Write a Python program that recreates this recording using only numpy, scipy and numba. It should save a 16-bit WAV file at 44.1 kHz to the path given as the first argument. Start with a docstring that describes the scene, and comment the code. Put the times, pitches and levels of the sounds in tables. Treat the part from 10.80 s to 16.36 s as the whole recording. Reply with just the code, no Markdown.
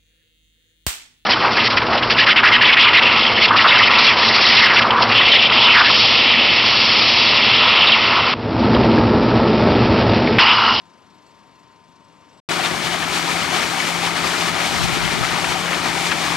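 """First an electric irrigation pump hums far off across a field. A loose part clatters on its casing once
a turn, with a thin squeal and faint chirps. At 1.6 s comes a short silence. Then, close by, the pipe
gushes in surges into a ditch, hissing, bubbling and slapping over the hum of the impeller (the wheel that
drives the water). Around 4 s a gust of wind buffets the microphone's two ports (left and right openings)."""
import sys
import numpy as np
from scipy import signal
from scipy.fft import rfft, irfft, next_fast_len
from scipy.io import wavfile
from scipy.ndimage import uniform_filter1d
from numba import njit

SR = 44100
rng = np.random.default_rng(int(sys.argv[2]) if len(sys.argv) > 2 else 0)


def dump_mix(stems):
    """Bounce the given channels to the path in sys.argv[1] as a 16-bit WAV at rate SR."""
    frames = np.atleast_2d(stems).T  # one column per channel
    limited = np.clip(frames, -1, 1)  # hard clip at full scale
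    pcm = np.round(limited * 32767).astype(np.int16)
    wavfile.write(sys.argv[1], SR, pcm)


N = 245195
FAR_END_S, NEAR_START_S = 1.6015, 1.6888


def amp(db):
    """Turn decibels into a gain to multiply by."""
    return 10 ** (np.asarray(db) / 20)


def level(x, db):
    """Scale a sound to an average (rms) level."""
    return x * amp(db) / np.sqrt(np.mean(x ** 2))


def over_hz(table, column, hz):
    """Read a table column at any pitch, sliding between its rows."""
    table = np.array(table, float)
    return np.interp(np.log(hz + 1), np.log(table[:, 0]), table[:, column])


def wander(rate):
    """A smooth random curve, roughly -1 to 1, that heads for a new value `rate` times a second."""
    hold = int(SR / rate)
    steps = np.repeat(rng.standard_normal(N // hold + 1), hold)
    return 1.64 * uniform_filter1d(uniform_filter1d(steps, hold), hold)[:N]


def swells(peak_s, db, rise_s, fall_s, rest_db):
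    """A level curve in dB: bell-shaped swells on top of a resting level."""
    t = np.arange(0, N / SR + .01, .001)
    late_s = t - np.reshape(peak_s, (-1, 1))
    width_s = np.where(late_s < 0, np.reshape(rise_s, (-1, 1)), np.reshape(fall_s, (-1, 1)))
    bells = np.exp(-.5 * (late_s / width_s) ** 2)
    power = amp(rest_db) ** 2 + amp(db) ** 2 @ bells
    return np.interp(np.arange(N) / SR, t, 10 * np.log10(power))


@njit
def band_pass(x, hz, width_hz):
    """A filter that keeps the sound near one pitch."""
    out, band_state, low_state = np.empty(len(x)), 0., 0.
    tuning, damping = np.tan(np.pi * hz / SR), width_hz / hz
    for i in range(len(x)):
        band = (band_state + tuning * (x[i] - low_state)) / (1 + tuning * (tuning + damping))
        band_state = 2 * band - band_state
        low_state += 2 * tuning * band
        out[i] = damping * band
    return out


def steep_band(x, hz, width_hz):
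    """Band-pass twice for steeper edges."""
    return band_pass(band_pass(x, hz, width_hz), hz, width_hz)


def ringing(noise, modes):
    """Noise makes an object ring at each of its own pitches."""
    return sum(level(steep_band(noise, float(hz), 1.1 * width), db) for hz, width, db in modes)


@njit
def pings(start_s, hz, ring_s, gain, rise):
    """Pure tones that each fade by 60 dB over ring_s while the pitch climbs by the fraction `rise`."""
    out = np.zeros(N)
    for k in range(len(start_s)):
        start, length, phase = int(start_s[k] * SR), int(ring_s[k] * SR), 0.
        for i in range(min(length, N - start)):
            age = i / length
            phase += 2 * np.pi * hz[k] * (1 + rise * age) / SR
            out[start + i] += gain[k] * np.sin(phase) * 1000. ** -age * min(1., 20 * age)
    return out


def colour(pair, db_at_hz):
    """Turn each pitch up or down in a pair of sounds."""
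    size = next_fast_len(N)
    hz = np.arange(size // 2 + 1) * SR / size
    return irfft(rfft(pair, size) * amp(db_at_hz(hz)), size)[:, :N]


def crackling_noise(db_at_hz, flicker_db, clicks_per_s, scatter_db, click_db):
    """Two separate streams of noise and clicks that swell together, built in third-octave bands."""
    out, below = np.zeros((2, N)), wander(12)
    for hz in 28 * 2 ** np.arange(0, 9.3, 1 / 3):
        own = wander(12)
        gain = amp(db_at_hz(hz) + flicker_db * (below + own) / np.sqrt(2))  # neighbours flicker alike
        below = own
        width_hz = hz / 3 / np.sinc(2 * hz / SR)  # widened, as digital bands narrow towards the top
        for stream in out:
            when, size, sign = rng.random((int(clicks_per_s * N / SR), 3)).T
            size_db = scatter_db * np.minimum(-np.log(size), 4)
            clicks = np.zeros(N)
            clicks[(when * N).astype(int)] = amp(size_db) * np.sign(sign - .5)
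            stream += gain * steep_band(rng.standard_normal(N) + level(clicks, click_db), hz, width_hz)
    return out


def stereo(left, unrelated, ports):
    """The right port hears the left one's sound shifted in level and phase, mixed with unrelated sound."""
    size = next_fast_len(N)
    hz = np.arange(size // 2 + 1) * SR / size
    left_louder_db, phase_rad, likeness = (over_hz(ports, column, hz) for column in (1, 2, 3))
    shared = likeness * np.exp(-1j * phase_rad) * rfft(left, size)
    own = np.sqrt(1 - likeness ** 2) * rfft(unrelated, size)
    right = irfft((shared + own) * amp(-left_louder_db), size)[:N]
    return np.array([left, right])


def field_noise():
    """The broad, gently swelling rush of the field and the distant motor."""
    # tone colour of the rush: pitch_hz, gain_db
    rush_colour = [(25, -30), (45, -15), (80, -8), (180, -1), (330, -3.5), (467, -6.5), (656, -6),
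                   (830, -9), (1090, -5.5), (1400, -11.5), (4420, -20), (7650, -32), (11900, -43),
                   (14000, -49), (15500, -62)]
    swell_db = .8 * wander(4.2)
    noise = crackling_noise(lambda hz: swell_db, flicker_db=.7, clicks_per_s=300, scatter_db=2,
                            click_db=-12)
    return level(colour(noise, lambda hz: over_hz(rush_colour, 1, hz)), db=-51)


def chirps():
    """Short, soft whistles far off that drop a little in pitch."""
    # whistles: start_s, level_db, pitch_hz, ring_s
    whistles = [(.31, -61, 4350, .06), (.345, -61, 4360, .06), (.388, -60, 3100, .06),
                (.465, -56, 4330, .16), (.468, -58, 2720, .08), (.585, -59, 3050, .06),
                (.63, -56, 2700, .07), (.748, -57, 2800, .09), (.79, -55, 2640, .07),
                (.805, -61, 4330, .06), (.852, -59, 3150, .1), (.928, -60, 4300, .08)]
    start_s, db, hz, ring_s = np.transpose(whistles)
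    return pings(start_s, hz, ring_s, amp(db), rise=-.02)


def squeal():
    """A thin squeal: a few high, wavering pitches that swell together."""
    # swells of the squeal: peak_s, level_db
    squeaks = [(.07, -89), (.236, -94), (.352, -89), (.43, -91), (.482, -86), (.585, -92), (.675, -90),
               (.755, -90), (.8, -87), (.918, -88), (1.1, -93), (1.3, -95), (1.37, -93), (1.532, -94)]
    # its pitches: pitch_hz, width_hz, gain_db
    pitches = [(4340, 90, 11), (6870, 40, 16), (7260, 40, 11), (7750, 40, 11), (11780, 150, 7.5),
               (13350, 80, -2)]
    swell_db = swells(*np.transpose(squeaks), rise_s=.012, fall_s=.016, rest_db=-100)
    return amp(swell_db) * ringing(rng.standard_normal(N), pitches)


def knocks():
    """A loose part hits the casing once a turn; some blows ring a cover plate or a loose bracket harder."""
    # how each part rings, and the bare blow itself: pitch_hz, width_hz, gain_db
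    casing = [(2190, 60, -70), (2337, 40, -73), (2730, 160, -68), (3090, 100, -73), (3790, 90, -73),
              (4370, 120, -75)]
    plate = [(7580, 120, 7), (7840, 90, 16)]
    bracket = [(5410, 200, 0), (5800, 100, -7), (9300, 3600, -6)]
    bare_blow = [(5000, 2700, -58.5)]
    # moments when the blows reach the plate and the bracket: peak_s, gain_db
    plate_spells = [(.06, -85), (.17, -85), (.345, -81), (.476, -76), (.632, -85), (.8, -84), (1.08, -83),
                    (1.25, -80), (1.33, -80), (1.41, -80), (1.45, -83), (1.535, -75), (1.578, -75)]
    bracket_spells = [(.185, -71), (.27, -72), (.635, -68), (.76, -66), (.8, -69), (1.125, -68),
                      (1.205, -70), (1.25, -67), (1.29, -68), (1.33, -67), (1.455, -67), (1.535, -66),
                      (1.578, -69)]
    shaft_hz, spell_s = 24.4, .02
    turn_s = np.arange(.0118, FAR_END_S, 1 / shaft_hz)
    lateness, strength = rng.standard_normal((len(turn_s), 2)).T
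    blows = np.zeros(N)
    blows[((turn_s + .0015 * lateness) * SR).astype(int)] = amp(1.8 * strength)
    rise, fall = np.exp(-1 / (np.array([.003, .012]) * SR))  # 3 ms up, 12 ms down
    fading_blows = signal.lfilter([1], [1, -fall], blows)
    envelope = signal.lfilter([1 - rise], [1, -rise], fading_blows)
    plate_gain = amp(swells(*np.transpose(plate_spells), spell_s, spell_s, rest_db=-93))
    bracket_gain = amp(swells(*np.transpose(bracket_spells), spell_s, spell_s, rest_db=-73))
    noise = rng.standard_normal(N)
    return envelope * (ringing(noise, casing + bare_blow) + plate_gain * ringing(noise, plate)
                       + bracket_gain * ringing(noise, bracket))


def motor_hum(tones):
    """Steady motor tones whose level and phase waver on their way through the air."""
    t = np.arange(N) / SR
    out = np.zeros(N)
    for hz, db, waver_db in tones:
        gain = np.sqrt(2) * amp(db + waver_db * wander(11))
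        phase = 2 * np.pi * hz * t + rng.uniform(0, 2 * np.pi) + .51 * wander(4.13)
        out += gain * np.sin(phase)
    return out


def far_pump():
    """The pump hums and clatters from across the field."""
    # shaft, impeller, mains hum and motor whine: pitch_hz, level_db, waver_db
    tones = [(73, -76, 2), (97.7, -69, 2), (122.1, -68, 2), (170.2, -64.5, 2), (243.5, -68, 2),
             (299.6, -68, 2), (399.3, -68.5, 1.5), (922.3, -57.5, 1), (1022, -57.5, 1), (1496.9, -75, 1)]
    # how far sound reaches the two ports: pitch_hz, left_louder_db, phase_rad, likeness (0 to 1)
    ports = [(30, 13, -.3, .9), (150, 12, -0.2, 0.85), (500, 9.5, 0.85, 0.9), (1200, 5.5, -1, 1),
             (3000, 1.5, -1, 0.98), (6000, 4, -1.3, 1), (8000, -2, -1.6, 0.6), (10000, -2, -1, .45),
             (15000, -2, -3.5, .25)]
    field = stereo(*field_noise(), ports)
    machine = motor_hum(tones) + knocks() + squeal() + chirps()
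    return field + stereo(machine, np.zeros(N), ports)


def wind():
    """Swirls of air push the two ports in opposite directions: slow thumps and a quicker flutter."""
    # puffs of wind: peak_s, flutter_db, width_s
    puffs = [(2.5, -45, .04), (2.88, -44, .04), (3.5, -54, .04), (3.72, -32, 0.025), (3.81, -39, .02),
             (3.97, -27, 0.03), (4.04, -24, .03), (4.12, -23, 0.035), (4.27, -24, 0.055),
             (4.41, -23, 0.025), (4.52, -31, .02), (4.68, -33, 0.06), (4.8, -41, .04), (5.35, -37, 0.022)]
    peak_s, db, width_s = np.transpose(puffs)
    flutter_db = swells(peak_s, db, width_s, width_s, rest_db=-53)
    # thumps grow slowly in strong puffs and drop away fast in weak ones
    thump_db = -45 + np.where(flutter_db > -40, .46, 1 / .46) * (flutter_db + 40)
    out = np.zeros((2, N))
    for gust_db, hz, width_hz in [(thump_db, 42., 45.), (flutter_db, 120., 160.)]:
        swirl, own = (level(steep_band(rng.standard_normal(N), hz, width_hz), db=0) for _ in range(2))
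        right = -amp(-8) * swirl + amp(-11.5) * own
        out += amp(gust_db + .8 * wander(22)) * np.array([swirl, right])
    return out


def small_slaps(count=16, low_hz=650, high_hz=2400):
    """Quieter slaps of water at random times, as rows like those of loud_slaps."""
    when, pitch, softness = rng.random((count, 3)).T
    start_s = NEAR_START_S + when * (N / SR - NEAR_START_S)
    bubble_db = -21.5 - 2 * softness
    return np.transpose([start_s, bubble_db, low_hz * (high_hz / low_hz) ** pitch, bubble_db - 10])


def slaps():
    """Each slap of water traps a large ringing bubble and throws a splash of noise around its pitch."""
    # the loudest slaps: start_s, bubble_db, pitch_hz, splash_db
    loud_slaps = [(1.712, -15, 1350, -22), (1.76, -15, 1320, -28), (1.795, -14, 730, -25),
                  (1.827, -15, 1310, -26), (1.845, -13, 2340, -19), (1.854, -17, 3480, -25),
                  (1.858, -15, 1740, -22), (2.146, -14, 725, -24), (2.225, -15, 1790, -27),
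                  (2.27, -14, 1300, -26), (3.131, -14, 2130, -26), (3.386, -15, 920, -28),
                  (3.549, -12, 1340, -24), (2.932, -14, 790, -27), (3.235, -14, 950, -26),
                  (4.752, -14, 760, -27), (3.611, -18, 3550, -23), (3.664, -16, 2940, -25),
                  (3.645, -14, 2260, -26), (3.68, -14, 2280, -25), (3.68, -15, 1750, -26),
                  (3.857, -14, 2390, -25), (4.248, -18, 3280, -26), (4.428, -12, 630, -26),
                  (4.45, -11, 1365, -26), (4.031, -15, 2660, -27), (4.465, -15, 2800, -28),
                  (4.846, -14, 1080, -28), (4.99, -13, 1190, -28), (4.515, -14, 1250, -24),
                  (4.58, -14, 820, -25), (4.72, -17, 2810, -24), (5.27, -17, 3500, -24),
                  (2.068, -17, 1900, -22), (2.725, -15, 740, -24), (2.763, -13, 770, -20),
                  (2.827, -15, 1740, -20), (3.001, -6, 2230, -24), (3.002, -15, 1950, -28),
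                  (3.024, -12, 1750, -24), (3.22, -15, 1170, -25), (3.36, -15, 2050, -22),
                  (3.539, -12, 1695, -24), (3.537, -14, 1420, -27), (2.475, -14, 960, -27),
                  (2.508, -17, 2700, -27), (2.515, -15, 2270, -27), (3.944, -16, 923, -26),
                  (4.429, -11, 1275, -23), (4.638, -15, 1400, -20), (4.643, -16, 1810, -25),
                  (4.643, -12, 2380, -18), (4.71, -16, 800, -26), (4.8, -19, 2200, -24),
                  (4.918, -14, 1320, -17), (4.93, -14, 2040, -20), (4.93, -17, 2740, -26),
                  (5.057, -15, 1200, -22), (5.317, -10, 1670, -15), (5.313, -14, 2670, -17),
                  (5.451, -15, 773, -25), (5.5, -15, 891, -25)]
    start_s, bubble_db, pitch_hz, splash_db = np.vstack([loud_slaps, small_slaps()]).T
    ring_s = .036 * np.sqrt(2000 / pitch_hz)  # lower bubbles ring longer
    out = pings(start_s, pitch_hz, ring_s, amp(bubble_db), rise=.03)
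    t = np.arange(int(.07 * SR)) / SR
    burst = 1.6 * np.exp(-t / .008) * (1 - np.exp(-t / .003))
    for start, gain, hz in zip((start_s * SR).astype(int), amp(splash_db), pitch_hz):
        splash = level(steep_band(rng.standard_normal(len(t)), hz, .8 * hz), db=0)
        out[start:start + len(t)] += (gain * burst * splash)[:N - start]
    return out


def bubbles(surge_db, per_s=1500, cycles=20):
    """A froth of bubbles, louder in each surge; each rings briefly and rises in pitch."""
    when, pitch, size, length = rng.random((int(per_s * N / SR), 4)).T
    start_s = when * N / SR
    hz = 400 * 25 ** pitch  # 400 Hz to 10 kHz
    scatter_db = 1.7 * np.minimum(-np.log(size), 3.5)
    db = surge_db[(start_s * SR).astype(int)] + scatter_db + 10 * np.log10(hz)
    ring_s = cycles * (.5 + length) / hz
    return pings(start_s, hz, ring_s, amp(db), rise=.25)


def gush():
    """The jet breaks up in the ditch: low roar, high spray and bubbles follow each surge."""
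    # slugs of water landing on top of the steady stream: peak_s, roar_db, spray_db, width_s
    surges = [(1.715, 0.5, -1, 0.013), (1.77, 0.5, -17, 0.014), (1.855, 2.5, 1.5, 0.019),
              (1.92, -1, -13, 0.011), (2.06, -3, 0, 0.024), (2.138, -2, 0, 0.01), (2.23, -3, -10, 0.011),
              (2.36, 0.5, 2, 0.019), (2.495, -1.5, 0.5, 0.027), (2.605, -1.5, -3, 0.028),
              (2.765, 1.5, 0.5, 0.034), (2.83, -2, -2, 0.0091), (2.995, -7, 1.5, 0.025),
              (3.08, 1, -5, 0.0087), (3.15, -9, -2, .012), (3.255, -0.5, 1.5, 0.018), (3.375, 1, -2, 0.014),
              (3.46, -1.5, -1, 0.022), (3.545, -5, -0.5, 0.03), (3.62, -0.5, 1, 0.019),
              (3.68, -2, -1, .016), (3.76, -1, -9, 0.015), (3.81, -0.5, 0, 0.014), (3.86, -2, -3.5, 0.017),
              (3.965, -2.5, -1.5, 0.035), (4.04, -4, 2, 0.014), (4.085, -5, -1, 0.0092),
              (4.2, -2.5, -2, 0.047), (4.33, -2, -1.5, 0.022), (4.445, -2, 0, 0.013),
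              (4.53, -0.5, -3.5, 0.023), (4.58, 0.5, -10, 0.011), (4.65, -1, -5, 0.011),
              (4.715, -2, 0, 0.018), (4.85, -10, -14, 0.0089), (4.935, -1.5, -24, 0.02),
              (5.07, 1, -10, 0.021), (5.185, -3, -3.5, 0.021), (5.27, -3, 0.5, 0.015), (5.32, -1, -5, .009),
              (5.455, -3.5, -2, 0.022), (5.53, -2, -7, 0.018)]
    # tone colour of falling water: pitch_hz, gain_db
    water_colour = [(25, -38), (64, -13), (130, -6.5), (260, -4), (360, -2.5), (485, -15), (600, -10.5),
                    (1050, -7), (1870, -7.5), (2680, -7.5), (4000, -11.5), (8450, -21), (12300, -29.5),
                    (15700, -39)]
    # humps and dips that the ditch adds to that colour: pitch_hz, width_hz, gain_db
    ditch = [(804, 205, 5), (848, 26, -7.5), (1090, 60, -2), (1243, 175, 3.5), (2277, 510, 2),
             (2703, 180, -5), (2980, 480, 0.5), (4500, 360, 1.5), (4620, 100, -2.5)]
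    # where the roar and the spray sit: pitch_hz
    roar_and_spray_hz = [1100, 4500]
    peak_s, *peaks_db, width_s = np.transpose(surges)
    roar_db, spray_db = (swells(peak_s, db, width_s, width_s, rest_db=-1) for db in peaks_db)
    slosh_db = .45 * wander(30)

    def band_db(hz):
        spray_share = np.interp(np.log(hz), np.log(roar_and_spray_hz), [0, 1])
        surge_db = (1 - spray_share) * roar_db + spray_share * spray_db
        depth = min(hz / 600, 1, (4500 / hz) ** .25)  # the middle pitches surge most
        return surge_db * depth + slosh_db * min(hz / 2500, 1.8)

    def colour_db(hz):
        ditch_db = sum(db / (1 + ((hz - centre) / (width / 2)) ** 2) for centre, width, db in ditch)
        return over_hz(water_colour, 1, hz) + ditch_db

    fizz = crackling_noise(band_db, flicker_db=.27, clicks_per_s=900, scatter_db=2.5, click_db=-5.5)
    froth = np.array([bubbles(roar_db) for _ in range(2)])
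    water = level(fizz, db=0) + level(froth, db=-7.5)
    return level(colour(water, colour_db), db=-18.5)


def near_pump():
    """Close by, water gushes and slaps over the hum of the impeller."""
    # motor and impeller tones: pitch_hz, level_db, waver_db
    tones = [(73, -47, 1.5), (170.35, -31.7, .7), (898, -49, 1.5), (922.4, -44, 1.5), (1022, -51, 1.5)]
    # how near sound reaches the two ports: pitch_hz, left_louder_db, phase_rad, likeness (0 to 1)
    ports = [(30, 8, 0, .3), (75, 12.5, -.2, .9), (200, 13, -.15, .97), (750, 10.5, -.24, .92),
             (1250, 9.7, -.45, .83), (2300, 6, -.7, .76), (4200, 4.5, -.65, .62), (8000, 2.1, 0, .5),
             (12000, 1, .6, .16), (15000, .8, 1.5, .05)]
    return stereo(*gush(), ports) + stereo(motor_hum(tones) + slaps(), np.zeros(N), ports)


def scene():
    """The far pump, a short silence, then the near pump in wind; the microphone loses the deepest bass."""
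    t = np.arange(N) / SR
    far_on = np.clip((FAR_END_S - t) / .00067, 0, 1)
    near_on = np.clip((t - NEAR_START_S) / .0004, 0, 1)
    bass_cut = signal.butter(2, 38., "high", fs=SR, output="sos")
    far = signal.sosfilt(bass_cut, far_pump())
    near = signal.sosfilt(bass_cut, near_pump() + wind())
    return far_on * far + near_on * near


def record(dry):
    """The recorder cuts off the highest treble."""
    top_hz = 15720
    return signal.sosfilt(signal.ellip(12, .2, 95, top_hz, fs=SR, output="sos"), dry)


dry = scene()
out = record(dry)
dump_mix(out)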